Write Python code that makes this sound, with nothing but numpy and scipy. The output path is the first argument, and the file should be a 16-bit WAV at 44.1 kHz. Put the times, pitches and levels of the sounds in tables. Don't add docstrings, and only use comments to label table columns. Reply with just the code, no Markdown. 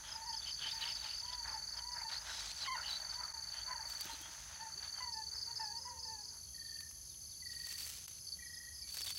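import sys
import numpy as np
from scipy import signal
from scipy.fft import rfft, irfft
from scipy.io import wavfile
from scipy.ndimage import uniform_filter1d

SR = 44100
rng = np.random.default_rng(int(sys.argv[2]) if len(sys.argv) > 2 else 0)


def amplitude_ratio(level_db):
    exponent = np.asarray(level_db, float) / 20
    return 10 ** exponent


def transcribe(signal):
    frames = np.atleast_2d(signal).T
    limited = np.clip(frames, -1, 1)
    pcm = np.round(limited * 32767).astype(np.int16)
    wavfile.write(sys.argv[1], SR, pcm)


N = 404838
T = np.arange(N) / SR
LATER_S = 6.33


def evened(x):
    return x / np.sqrt(np.mean(x ** 2) + 1e-20)


def add(mix, s, sound):
    part = mix[round(s * SR):][:len(sound)]
    part += sound[:len(part)]


def noise():
    return rng.standard_normal(N)


def sweep(hz):
    return np.sin(2 * np.pi * np.cumsum(hz) / SR)


def column(rows, size=1):
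    table = np.array(rows)
    return np.interp(T, table[:, 0], table[:, size])


def shifted(early_db, late_db, at_s):
    return np.where(T > at_s, late_db, early_db)


def coloured(x, points):
    hz, db = np.transpose(points)
    f = np.fft.rfftfreq(N, 1 / SR) + 1
    shape_db = np.interp(np.log(f), np.log(hz), db, -90, -90)
    return evened(irfft(rfft(x) * amplitude_ratio(shape_db), N))


def rung(x, modes):
    f = np.fft.rfftfreq(N, 1 / SR)
    response = sum(amplitude_ratio(db) / (1 + (2 * (f - hz) / width) ** 2) for hz, width, db in modes)
    return evened(irfft(rfft(x) * response, N))


def resonate(x, hz, width):
    turn = np.exp(2j * np.pi * np.cumsum(hz) / SR)
    r = np.exp(-np.pi * width / SR)
    return evened((turn * signal.lfilter([1], [1, -2 * r, r * r], x / turn)).real)


def drift(hz):
    z = rfft(noise())
    return evened(irfft(z * (np.arange(len(z)) < hz * N / SR), N))


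def grainy(per_s, size_db, hiss):
    sizes = amplitude_ratio(size_db * np.minimum(rng.exponential(1, N), 3))
    grains = sizes * (rng.random(N) < per_s / SR)
    clumps = evened(signal.lfilter([1], [1, -.98], grains))
    return (clumps + hiss) * noise()


def stroke(first_hz, last_hz, length, rise, overtone_db=()):
    u = np.linspace(0, 1, round(length * SR))
    turns = 2 * np.pi * np.cumsum(first_hz + (last_hz - first_hz) * u) / SR
    tone = np.sin(turns) + sum(amplitude_ratio(db) * np.sin((k + 2) * turns) for k, db in enumerate(overtone_db))
    return tone * np.minimum((u / rise) ** 0.27, (1 - u) / (1 - rise))


def leaves(x, t60, wet_db):
    t = np.arange(SR // 2) / SR
    tail = rng.standard_normal(len(t)) * amplitude_ratio(-60 * t / t60) * (t > .004)
    return x + amplitude_ratio(wet_db) * signal.oaconvolve(x, tail / np.linalg.norm(tail))[:N]


# f/Hz, level/dB per Hz
HISS = [(65, -35), (110, -1), (425, -16), (2880, -21), (4540, -23.5), (5710, -6), (6300, 2), (8130, -20.5),
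        (11100, -10.5), (12300, -20), (15800, -21.5)]
RUMBLE = [(30, -21), (44, -5), (55, 9.5), (66, -9)]
DRONE = [(50, -37), (68, 5), (110, -7), (200, -16.5)]


def air():
    hiss = amplitude_ratio(-59) * coloured(noise(), HISS)
    rumble = amplitude_ratio(shifted(-65, -71.5, at_s=4.5)) * coloured(noise(), RUMBLE)
    drone = amplitude_ratio(shifted(-68, -65.5, at_s=5) + 0.5) * coloured(noise(), DRONE)
    return hiss + rumble + drone


def cicadas():
    rattle = np.cumsum(129.8 + .3 * drift(1)) / SR % 1
    puffs = np.exp(-rattle / .35)
    drive = noise() * (puffs + np.where(T < LATER_S, .35, .9))
    early = rung(drive, [(9910, 840, -0.6), (10800, 410, -0.4)])
    late = rung(drive, [(9700, 900, -3), (10950, 880, 7)])
    share = np.clip((T - 6) / .5, 0, 1)
    return amplitude_ratio(shifted(-63.5, -61.5, at_s=6.5) + 0.3) * evened((1 - share) * early + share * late)


# t/s, level/dB
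THREES = [(6.351, -7), (6.41, -7.5), (7.01, -5), (7.052, -6), (7.095, -5), (7.155, -5), (7.274, -5),
          (7.314, -4), (7.375, -6.5), (7.762, -7.5), (8.148, -5), (9.168, -8.5)]


def threes():
    rows = np.array(THREES)
    parts = []
    for a, b in zip(rows, rows[1:]):
        phrases = max(round((b[0] - a[0]) / .059), 1)
        parts.append(np.linspace(a, b, phrases, endpoint=False))
    starts = np.concatenate(parts + [rows[-1:]])
    out = np.zeros(N)
    for (s, db), room in zip(starts, np.diff(starts[:, 0], append=10)):
        for k in range(3 if room > .05 else 2):
            level_db = db - 1.5 * k + 1.5 * rng.standard_normal()
            add(out, s + .0168 * k, amplitude_ratio(level_db) * stroke(6090, 6230, .011, .55))
    return out


def shrill_chorus():
    beat = np.cumsum(56.6 * (1 + 0.0453 * drift(5))) / SR % 1
    tone = sweep(5960 + 240 * beat + 25 * drift(30)) * amplitude_ratio(2 * drift(45))
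    pulses = tone * np.sin(np.pi * np.clip(beat / 0.58, 0, 1))
    early = 1.74 * leaves(pulses, 0.18, wet_db=-12.5)
    late = 3.3 * leaves(threes(), .2, wet_db=-12)
    crowd = rung(noise(), [(6187, 220, 1.5), (6517, 280, -4), (7210, 90, -10.5)])
    return amplitude_ratio(-53.5) * np.where(T < LATER_S, .7 * early + .65 * crowd, late + .3 * crowd)


def far_crickets():
    far = np.zeros(N)
    for first_hz, last_hz in [(4650, 4380), (4780, 4000), (5200, 4800)]:
        starts = (rng.random(N) < 22 / SR) * amplitude_ratio(2.2 * noise())
        far += signal.oaconvolve(starts, stroke(first_hz, last_hz, 0.0128, 0.63))[:N]
    blur = rung(noise(), [(3250, 270, -15), (4500, 360, 5.5), (5080, 810, -4)])
    scattered = evened(leaves(far, 0.36, wet_db=-23))
    return amplitude_ratio(-65.5 + 0.64 * (T > 6.3)) * scattered + amplitude_ratio(-61.5) * blur


# first t/s, last t/s, level/dB
LOW_BOUTS = [
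    (6.44, 6.76, -67),
    (6.9, 7.07, -73),
    (7.52, 7.62, -69),
    (8.261, 8.711, -66.5),
    (8.76, 8.81, -68),
]


def low_cricket():
    out = np.zeros(N)
    for first, last, db in LOW_BOUTS:
        for s in np.linspace(first, last, round((last - first) / .0343) + 1):
            add(out, s, amplitude_ratio(db + 2 * rng.standard_normal()) * stroke(3380, 3140, 0.022, 0.57))
    return amplitude_ratio(-4.5) * leaves(out, .15, wet_db=-0.5)


# start t/s, end t/s, first f/Hz, last f/Hz, level/dB
WHISTLES = [(4.75, 4.807, 320, 487, -68), (4.846, 6.489, 467, 408.3, -76), (5.743, 6.197, 540, 482, -70.5),
            (5.747, 6.42, 1076, 928, -70.5), (8.4, 8.47, 2350, 2340, -66), (8.82, 8.875, 2310, 2270, -66),
            (6.65, 6.69, 4061, 3300, -67), (7.09, 7.13, 4030, 3600, -65), (7.315, 7.35, 4000, 3230, -64),
            (7.503, 7.555, 3790, 2850, -67), (8.539, 8.57, 4400, 3120, -63)]


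def whistles():
    out = np.zeros(N)
    for start, end, first_hz, last_hz, db in WHISTLES:
        pitch = np.linspace(first_hz, last_hz, round((end - start) * SR))
        wobble = evened(uniform_filter1d(rng.standard_normal(len(pitch)), size=400))
        tone = sweep(pitch * (1 + .018 * wobble))
        add(out, start, amplitude_ratio(db) * tone * signal.windows.tukey(len(pitch), .3))
    return out


# first note t/s, last note t/s, first f/Hz, settled f/Hz, level/dB
TRILLS = [
    (6.542, 6.856, 1886, 1806, -55.5),
    (7.422, 7.738, 2000, 1880, -51.5),
    (8.386, 8.703, 1940, 1892, -51),
]


def trills():
    out = np.zeros(N)
    for first, last, first_hz, hz, db in TRILLS:
        count = round((last - first) / .0355) + 1
        for k, s in enumerate(np.linspace(first, last, count)):
            u = np.linspace(0, 1, round(780 + 35 * k))
            pitch = hz + (first_hz - hz) * np.exp(-k / 1.4) + (70 - 18 * k) * (.5 - u)
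            weak_db = -3 * (k == 0) - 1.8 * (k == count - 1)
            add(out, s, amplitude_ratio(db + weak_db) * sweep(pitch) * signal.windows.tukey(len(u), .45))
    return out


def far_singers():
    out = low_cricket() + whistles() + trills()
    return leaves(out * amplitude_ratio(1.1 * drift(30)), .9, wet_db=-10)


# first stroke t/s, level/dB
DEEP_GROUPS = [(0.26, -41.5), (.469, -40), (0.676, -40), (.884, -39.5), (1.125, -40.5), (2.285, -52),
               (5.377, -43), (5.601, -43), (5.821, -45.5), (6.042, -48.5), (6.261, -52), (8.746, -45)]
# t/s, level/dB
STRAY_STROKES = [
    (8.812, -48),
    (8.948, -49),
    (8.982, -48),
    (9.02, -41),
    (9.162, -46),
]


def deep_cricket():
    out = np.zeros(N)
    for s, db in DEEP_GROUPS:
        for k, c in enumerate(rng.standard_normal(3)):
            sound = stroke(5330 + 40 * c, 4350, .024, 0.65, overtone_db=(-30,))
            add(out, s + .0343 * k, amplitude_ratio(db - 2 * (k == 0) + c) * sound)
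    for s, db in STRAY_STROKES:
        add(out, s, amplitude_ratio(db) * stroke(5700, 4340, 0.0178, 0.95, overtone_db=(-30,)))
    return out


# first group t/s, last group t/s, strokes a group, level/dB
HIGH_SERIES = [(.079, .079, 3, -41.5), (.364, .364, 1, -39), (.587, .587, 3, -46), (0.808, 2.803, 3, -46),
               (3.097, 3.097, 2, -45), (5.128, 5.128, 2, -43.5), (5.347, 5.776, 3, -41),
               (5.992, 5.992, 3, -45), (6.208, 6.208, 3, -49), (6.82, 6.82, 3, -56), (7.05, 7.05, 2.2, -54),
               (7.266, 7.479, 2, -52), (8.205, 8.205, 4, -51), (8.462, 8.462, 4, -49),
               (8.722, 8.722, 2.4, -51)]


def high_cricket():
    out = np.zeros(N)
    for first, last, strokes, db in HIGH_SERIES:
        for s in np.linspace(first, last, round((last - first) / .222) + 1):
            for k in range(round(strokes)):
                swell_db = min(k, 2) - min(strokes - 1, 2) / 2
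                level_db = db + swell_db + 2.6 * rng.standard_normal()
                first_hz = 5300 + 50 * rng.standard_normal()
                sound = stroke(first_hz, 4750, 0.0169, 0.86, overtone_db=(-30,))
                add(out, s + .0362 * k, amplitude_ratio(level_db) * sound)
    return out


def bout(first, last, beats, db, lag):
    k = np.arange(round(beats) + 1)
    late = lag * (1 - np.exp(-k / 2.5))
    times = first + late + (last - first - late[-1]) * k / k[-1]
    return np.transpose([times, db - 193 * lag * np.exp(-k / 0.51)])


# first t/s, last t/s, beats, level/dB, lag of the cold start/s
NEAR_BOUTS = [(0.215, 1.085, 18, -37, 0.027), (1.128, 2.159, 21, -37, 0.0024),
              (2.398, 2.506, 2, -41, 0.013), (2.562, 3.277, 15, -37, 0.015),
              (3.322, 3.994, 14, -37, 0.0018), (4.545, 4.661, 2, -45, 0.0037),
              (4.717, 5.747, 21, -37, 0.014), (5.969, 6.129, 3, -41, 0.015), (6.182, 6.279, 2, -43, 0),
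              (6.324, 6.43, 2, -48, 0.0015), (6.54, 6.783, 5, -40, 0.02), (7.233, 7.348, 2, -46.5, .003),
              (7.397, 7.824, 9, -39, 0.016), (8.265, 8.318, 1, -38.5, 0.0016),
              (8.816, 8.871, 1, -41.5, 0.0074), (8.917, 9.151, 5, -38, 0.0089)]


def near_cricket():
    out = np.zeros(N)
    for s, db in np.concatenate([bout(*row) for row in NEAR_BOUTS]):
        a, b, c = rng.standard_normal(3)
        overtones = (-24, -29 - 12 * (s > LATER_S))
        opening = stroke(4700 + 35 * a, 4434, 0.01, 0.85, overtones)
        closing = stroke(4690 + 35 * b, 4404, 0.013, 0.85, overtones)
        add(out, s + .003, amplitude_ratio(db - 0.55 + 1.2 * c) * opening)
        add(out, s + .0165, amplitude_ratio(db - 1 + 0.83 * b) * closing)
    return out


def crickets():
    three = near_cricket() + high_cricket() + deep_cricket()
    return amplitude_ratio(-1.4) * leaves(three, 0.12, wet_db=-10) + far_crickets()


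# f/Hz, level/dB per Hz
BODY = [(180, -21), (400, -10.5), (900, -9), (2000, -1), (3800, 5), (5500, 7), (8000, -2.5), (10000, -16)]
FEATHER = [(7000, -4), (9500, 0), (12500, -1), (15900, 0)]
# t/s, body level/dB, feather level/dB
FLURRIES = [
    [(0.7, -92, -76), (1.036, -99, -84), (1.1, -91, -83.5)],
    [(2.2, -89, -81), (2.29, -71, -82), (2.4, -69, -82), (2.46, -68, -78), (2.55, -73.5, -86),
     (2.62, -67, -82), (2.7, -96, -86), (2.84, -87, -88), (2.9, -87, -73), (3.0, -92, -86)],
    [(3.85, -96, -79), (3.894, -75, -72), (4.5, -82, -84)],
    [(7.5, -81, -80), (7.876, -69.5, -63), (8.16, -82.5, -91)],
    [(8.87, -73, -86), (8.93, -78, -67), (8.945, -66.5, -59), (8.965, -72, -70), (9.008, -65.5, -64),
     (9.035, -77, -69), (9.068, -69.5, -64), (9.105, -66.5, -67), (9.14, -78, -75), (9.18, -76, -64)],
]


def flurries():
    drive = grainy(800, 2.8, .6) * amplitude_ratio(2 * drift(40))
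    body, feather = coloured(drive, BODY), coloured(drive, FEATHER)
    pushes = sum(amplitude_ratio(-2.5 * k) * np.exp(-((T - 4.06 - k / 13) / 0.01) ** 2) for k in range(4))
    out = amplitude_ratio(-59) * pushes * rung(noise(), [(320, 310, 0)])
    for rows in FLURRIES:
        fade = np.clip(np.minimum(T - rows[0][0], rows[-1][0] + 0.037 - T) / 0.0061, 0, 1)
        out += fade * amplitude_ratio(column(rows) + 18.5) * body
        out += fade * amplitude_ratio(column(rows, size=2) + 10) * feather
    return out


# t/s, peak level/dB
SNAPS = [(3.897, -37), (4.0087, -28.5), (4.055, -36), (4.1325, -40.5), (4.214, -38), (6.807, -38),
         (6.9122, -41), (7.6695, -33), (7.866, -34), (7.8814, -51), (8.08, -34.5), (8.117, -47),
         (8.371, -45), (8.937, -48), (8.945, -32), (8.97, -32), (8.976, -32), (9.0079, -32), (9.062, -35),
         (9.071, -36), (9.095, -41), (9.1053, -30), (9.177, -36)]


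def snaps():
    out, t = np.zeros(N), np.arange(900) / SR
    for s, db in SNAPS:
        fall = amplitude_ratio(-60 * t / .006) + .5 * amplitude_ratio(-60 * t / .04)
        add(out, s, amplitude_ratio(db - 7) * rng.standard_normal(900) * fall)
    bright = signal.lfilter(*signal.butter(1, 1500, "high", fs=SR), out)
    return signal.sosfilt(signal.butter(10, 15600, fs=SR, output="sos"), bright)


# t/s, peak level/dB, ring f/Hz
CATCHES = [(6.772, -56, 2700), (6.807, -54, 2600), (7.143, -51, 3220), (8.918, -58, 3500),
           (8.944, -55, 3000), (8.971, -47, 2540), (8.983, -51, 3400), (9.007, -45, 3390),
           (9.06, -45, 3940), (9.0656, -40, 3680), (9.0708, -39, 3600), (9.077, -37, 3720),
           (9.083, -45, 3500), (9.0948, -41, 3730), (9.104, -39, 3330), (9.11, -51, 3400),
           (9.172, -44, 3320), (9.177, -51, 2800)]


def catches():
    out, t = np.zeros(N), np.arange(700) / SR
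    for s, db, hz in CATCHES:
        ring = amplitude_ratio(-60 * t / 0.011) * np.sin(2 * np.pi * hz * t)
        scratch = rng.standard_normal(700) * amplitude_ratio(-60 * t / 0.017)
        hit = signal.fftconvolve(scratch, ring)
        add(out, s, amplitude_ratio(db) * hit / abs(hit).max())
    return leaves(out, 0.077, wet_db=-7)


# from t/s, until t/s, level drop/dB
HUSHES = [
    (0.532, 0.59, -3.5),
    (0.922, 0.959, -5),
    (1.853, 1.945, -6),
    (2.043, 2.092, -12),
    (2.685, 2.757, -5),
]


def hush():
    return amplitude_ratio(sum(db * np.clip(np.minimum(T - a, b - T) / .006, 0, 1) for a, b, db in HUSHES))


# start t/s, end t/s, first pulses/s, last pulses/s, peak level/dB
CREAKS = [
    (.325, .405, 122, 88, -53),
    (0.413, 0.436, 200, 200, -48),
    (0.543, 0.589, 90, 120, -48),
    (0.587, .626, 130, 200, -42.5),
    (.86, 0.922, 150, 140, -53),
]


def creaks():
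    out, t = np.zeros(N), np.arange(400) / SR
    ring = np.sin(2 * np.pi * 3350 * t) + 0.37 * np.sin(2 * np.pi * 1700 * t)
    click = amplitude_ratio(-60 * t / .012) * ring
    for start, end, first, last, db in CREAKS:
        rate = np.linspace(first, last, round((end - start) * SR))
        for at in np.flatnonzero(np.diff(np.floor(np.cumsum(rate) / SR))):
            s = start + at / SR + 0.00098 * rng.standard_normal()
            add(out, s, amplitude_ratio(db + 2.5 * rng.standard_normal()) * click)
    return out


# start t/s, length/s, level/dB, first f/Hz, last f/Hz
WHEEZES = [(0.02, 0.12, -61.5, 3250, 3200), (0.413, 0.027, -56, 3600, 3300),
           (0.451, 0.068, -51, 3080, 3060), (0.609, 0.095, -47, 3010, 3150),
           (0.681, 0.047, -51, 3250, 3830), (0.81, 0.027, -48, 4020, 3850), (0.817, 0.034, -46, 3030, 2920),
           (0.869, .05, -52.5, 2920, 2990), (0.967, .03, -58, 3950, 3900), (1.015, 0.066, -57, 4000, 2720),
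           (1.099, .05, -57.5, 2850, 3080), (1.253, .06, -62, 3270, 2900), (1.315, .025, -54, 3470, 3470),
           (1.761, 0.046, -62, 3340, 2980), (2.111, 0.072, -49.5, 3970, 4400),
           (2.233, .06, -77, 3930, 3900), (2.27, .17, -55, 4000, 3950), (2.265, 0.16, -59, 5320, 5100),
           (2.453, 0.082, -55, 4000, 4260), (2.589, 0.076, -50, 4400, 3820),
           (2.638, 0.048, -52.5, 3000, 3100), (2.818, .1, -54.5, 2940, 3000),
           (1.955, 0.077, -61.5, 1600, 2380), (2.873, .045, -49, 4200, 3800),
           (2.918, 0.066, -48.5, 3980, 4050), (3.51, 0.13, -64, 2980, 3300), (4.067, .06, -61, 3250, 3300),
           (4.1, 0.066, -55.5, 4080, 4200), (4.22, 0.068, -60, 3250, 3350), (4.945, 0.11, -66, 3220, 2800),
           (0.634, 0.047, -57.5, 1760, 1700), (0.736, 0.062, -62, 1800, 1820),
           (0.808, 0.039, -56, 1960, 1820), (1.429, 0.076, -59, 1740, 1500), (1.47, .07, -59.5, 1140, 1080),
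           (2.272, 0.053, -54, 1560, 1520), (2.749, 0.068, -52.5, 1480, 1350),
           (3.189, 0.078, -57.5, 1360, 1280), (3.766, 0.044, -59.5, 1700, 1530),
           (0.324, 0.036, -61.5, 3170, 3030)]


def wheezes():
    out, flow = np.zeros(N), grainy(700, 2, 1.1)
    for s, length, db, first_hz, last_hz in WHEEZES:
        air_flow = flow[round(s * SR):][:round(length * SR)]
        glide = np.linspace(first_hz, last_hz, len(air_flow))
        voice = resonate(air_flow, glide, 230) + .5 * resonate(air_flow, glide, 980)
        add(out, s, amplitude_ratio(db) * voice * signal.windows.tukey(len(glide), 0.49))
    return leaves(out + creaks(), 0.086, wet_db=-11.5)


# top t/s, dying time/s, hollow level/dB, throat level/dB
BEGS = [(.08, 0.14, -55, -50), (0.489, 0.049, -60, -50), (0.659, 0.12, -56.5, -46), (.84, 0.17, -55, -43),
        (1.05, 0.15, -56, -46.5), (1.33, 0.085, -58.5, -53), (1.48, 0.14, -52.5, -56),
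        (1.79, 0.048, -54.5, -56), (1.98, 0.13, -53.5, -76), (2.131, 0.064, -49.5, -46.5),
        (2.29, 0.21, -51.5, -45.5), (2.667, 0.0065, -50, -49), (2.77, 0.71, -53, -64),
        (2.909, 0.1, -52.5, -45.5), (3.139, 0.045, -55, -52.5), (3.22, 0.35, -56.5, -64),
        (3.44, 0.15, -59.5, -65), (3.56, 0.12, -56.5, -52.5), (3.73, 0.025, -50, -71),
        (3.84, 0.47, -56.5, -78), (4.07, 0.16, -55, -49), (4.27, 0.29, -57, -56.5),
        (4.51, 0.19, -57.5, -55.5), (4.82, .03, -59, -58), (4.857, 0.044, -56, -52),
        (4.98, 0.09, -57.5, -64), (5.36, 0.15, -62.5, -86), (5.5, 0.051, -61, -85),
        (5.621, 0.047, -59, -82), (5.88, 0.079, -66.5, -84), (6.36, 0.052, -67.5, -82)]


def effort(drop_db, size):
    rows, t = np.array(BEGS), T[::64]
    since = t - rows[:, :1]
    away = np.maximum(-since / 0.076, since / rows[:, 1:2])
    return np.interp(T, t, np.max(rows[:, size, None] - drop_db * away, axis=0))


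def hollow_effort():
    return effort(9.5, size=2)


# f/Hz, width/Hz, level/dB
HOLLOW = [(628, 99, -5.5), (900, 182, 0.5), (1390, 420, -4), (1804, 810, -1.5)]
# t/s, f/Hz
GAPE = [(0, 3460), (.94, 3050), (1.05, 3470), (1.5, 3460), (1.65, 4230), (2.55, 3940), (2.67, 3315),
        (2.86, 3870), (3.5, 4030), (3.56, 3350), (6.5, 3140)]


def rasp():
    early = np.clip((6.5 - T) / 0.11, 0, 1)
    breath, air_flow = grainy(500, 2, 1), grainy(700, 1.5, 1.2)
    murmur_db = np.where(T < 5.05, -63.5, -79.5)
    low_cut = signal.butter(4, 514, "high", fs=SR, output="sos")
    hollow = amplitude_ratio(np.maximum(hollow_effort(), murmur_db)) * signal.sosfilt(low_cut, rung(breath, HOLLOW))
    throat = amplitude_ratio(effort(11, size=3) - 4.5) * resonate(air_flow, column(GAPE), 2900)
    return early * (hollow + throat) + wheezes()


def contour(start, length, hz, db, share):
    rest = 1 - share
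    return [(start, hz - 392 * share * length, db - 9 * share),
            (start + share * length, hz, db),
            (start + length, hz - 590 * rest * length - 15, db - 14.5 * rest)]


def peep(rows, bright_db, hoarse):
    s, hz, db = np.transpose(rows)
    t = np.arange(s[0], s[-1], 1 / SR)
    hz, db = np.interp(t, s, hz), np.interp(t, s, db)
    wobble = hoarse * evened(uniform_filter1d(rng.standard_normal((2, len(t))), size=500))
    turns = 2 * np.pi * np.cumsum(hz * (1 + 0.015 * wobble[0])) / SR
    tone = np.sin(turns) + sum(amplitude_ratio(step) * np.sin((k + 2) * turns) for k, step in enumerate(bright_db))
    fade = signal.windows.tukey(len(t), min(700 / len(t), 1))
    return s[0], np.sqrt(2) * amplitude_ratio(db + 2.24 * wobble[1]) * tone * fade


# start t/s, length/s, top f/Hz, top level/dB, share of the length before the top
PEEPS = [(0.128, 0.069, 900, -54, 0.85), (0.204, 0.043, 900, -49, .4), (0.241, 0.057, 960, -51, 0.67),
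         (0.288, 0.04, 914, -47, 0.42), (0.329, 0.032, 892, -52.5, 0.44), (0.649, 0.036, 900, -57, 0.54),
         (0.724, 0.088, 914, -52.5, 0.48), (0.81, 0.079, 941, -50.5, 0.9), (.905, 0.022, 895, -55, 0.34),
         (1.022, 0.089, 880, -59, 0.3), (1.218, 0.23, 994, -54.5, 0.51), (1.407, 0.028, 926, -56, .6),
         (1.472, 0.021, 913, -49.5, 0.5), (1.5, 0.028, 885, -55, .3), (1.536, 0.049, 886, -47.5, 0.23),
         (1.769, 0.078, 960, -54.5, 0.43), (1.843, 0.18, 982, -51.5, 0.43),
         (2.011, 0.024, 915, -45.5, 0.28), (2.043, 0.038, 900, -52, 0.46), (2.76, 0.018, 948, -50, .4),
         (3.148, 0.097, 981, -52, 0.62), (3.334, 0.067, 929, -52.5, 0.046), (3.67, 0.034, 1000, -55, .7),
         (3.7, 0.04, 1000, -46, 0.38), (3.746, 0.052, 940, -48.5, 0.12), (3.793, 0.043, 884, -53.5, .2),
         (3.845, 0.058, 950, -62, 0.37), (4.091, 0.048, 917, -48.5, 0.16), (4.592, 0.092, 900, -51, 0.61),
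         (5.001, 0.1, 1016, -48.5, 0.04), (5.046, 0.13, 965, -53, 0.2), (5.136, 0.1, 891, -50.5, 0.53),
         (5.467, 0.061, 937, -52, 0.8), (5.592, 0.14, 905, -46.5, 0.028), (5.693, 0.11, 941, -52.5, 0.95),
         (5.849, 0.15, 980, -51, 0.21), (5.967, 0.05, 945, -54.5, .05), (6.046, 0.031, 911, -57, 0.46),
         (6.075, 0.16, 895, -56.5, 0.26)]
# t/s, f/Hz, level/dB
SQUEAL = [(2.672, 1107, -45), (2.685, 1073, -41.5), (2.7, 1004, -46), (2.725, 1070, -42), (2.745, 997, -49),
          (2.757, 930, -41), (2.765, 900, -52)]


def nestlings():
    nest = np.zeros(N)
    strain = np.clip((hollow_effort() + 66.5) / 10, 0, 1)
    for row in PEEPS:
        s, hz = row[0], row[2]
        bright_db = (-13, -27)
        if s > 4.5 or 2 < s < 2.1:
            bright_db = (-8, -23) if hz < 915 or hz > 1000 else (-16, -29)
        hoarse = 0.58 + 0.67 * strain[round(s * SR)]
        add(nest, *peep(contour(*row), bright_db, hoarse))
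    add(nest, *peep(SQUEAL, (-4, -14, -19), hoarse=.2))
    return leaves(nest, 0.25, wet_db=-6)


def scene():
    insects = cicadas() + shrill_chorus() + crickets()
    climber = snaps() + catches()
    hushed = hush() * (flurries() + rasp())
    return (air() + insects + far_singers() + climber + hushed + nestlings())[None]


def low_pass(x):
    return signal.sosfilt(signal.butter(12, 15960, fs=SR, output="sos"), x)


# t/s, length of each slope/s
DIPS = [
    (3.332, 0.009),
    (8.071, 0.01),
]


def record(dry):
    gain = np.prod([np.clip(abs(T - s) / length, 0, 1) for s, length in DIPS], axis=0)
    return low_pass(dry * gain)


dry = scene()
out = record(dry)
transcribe(out)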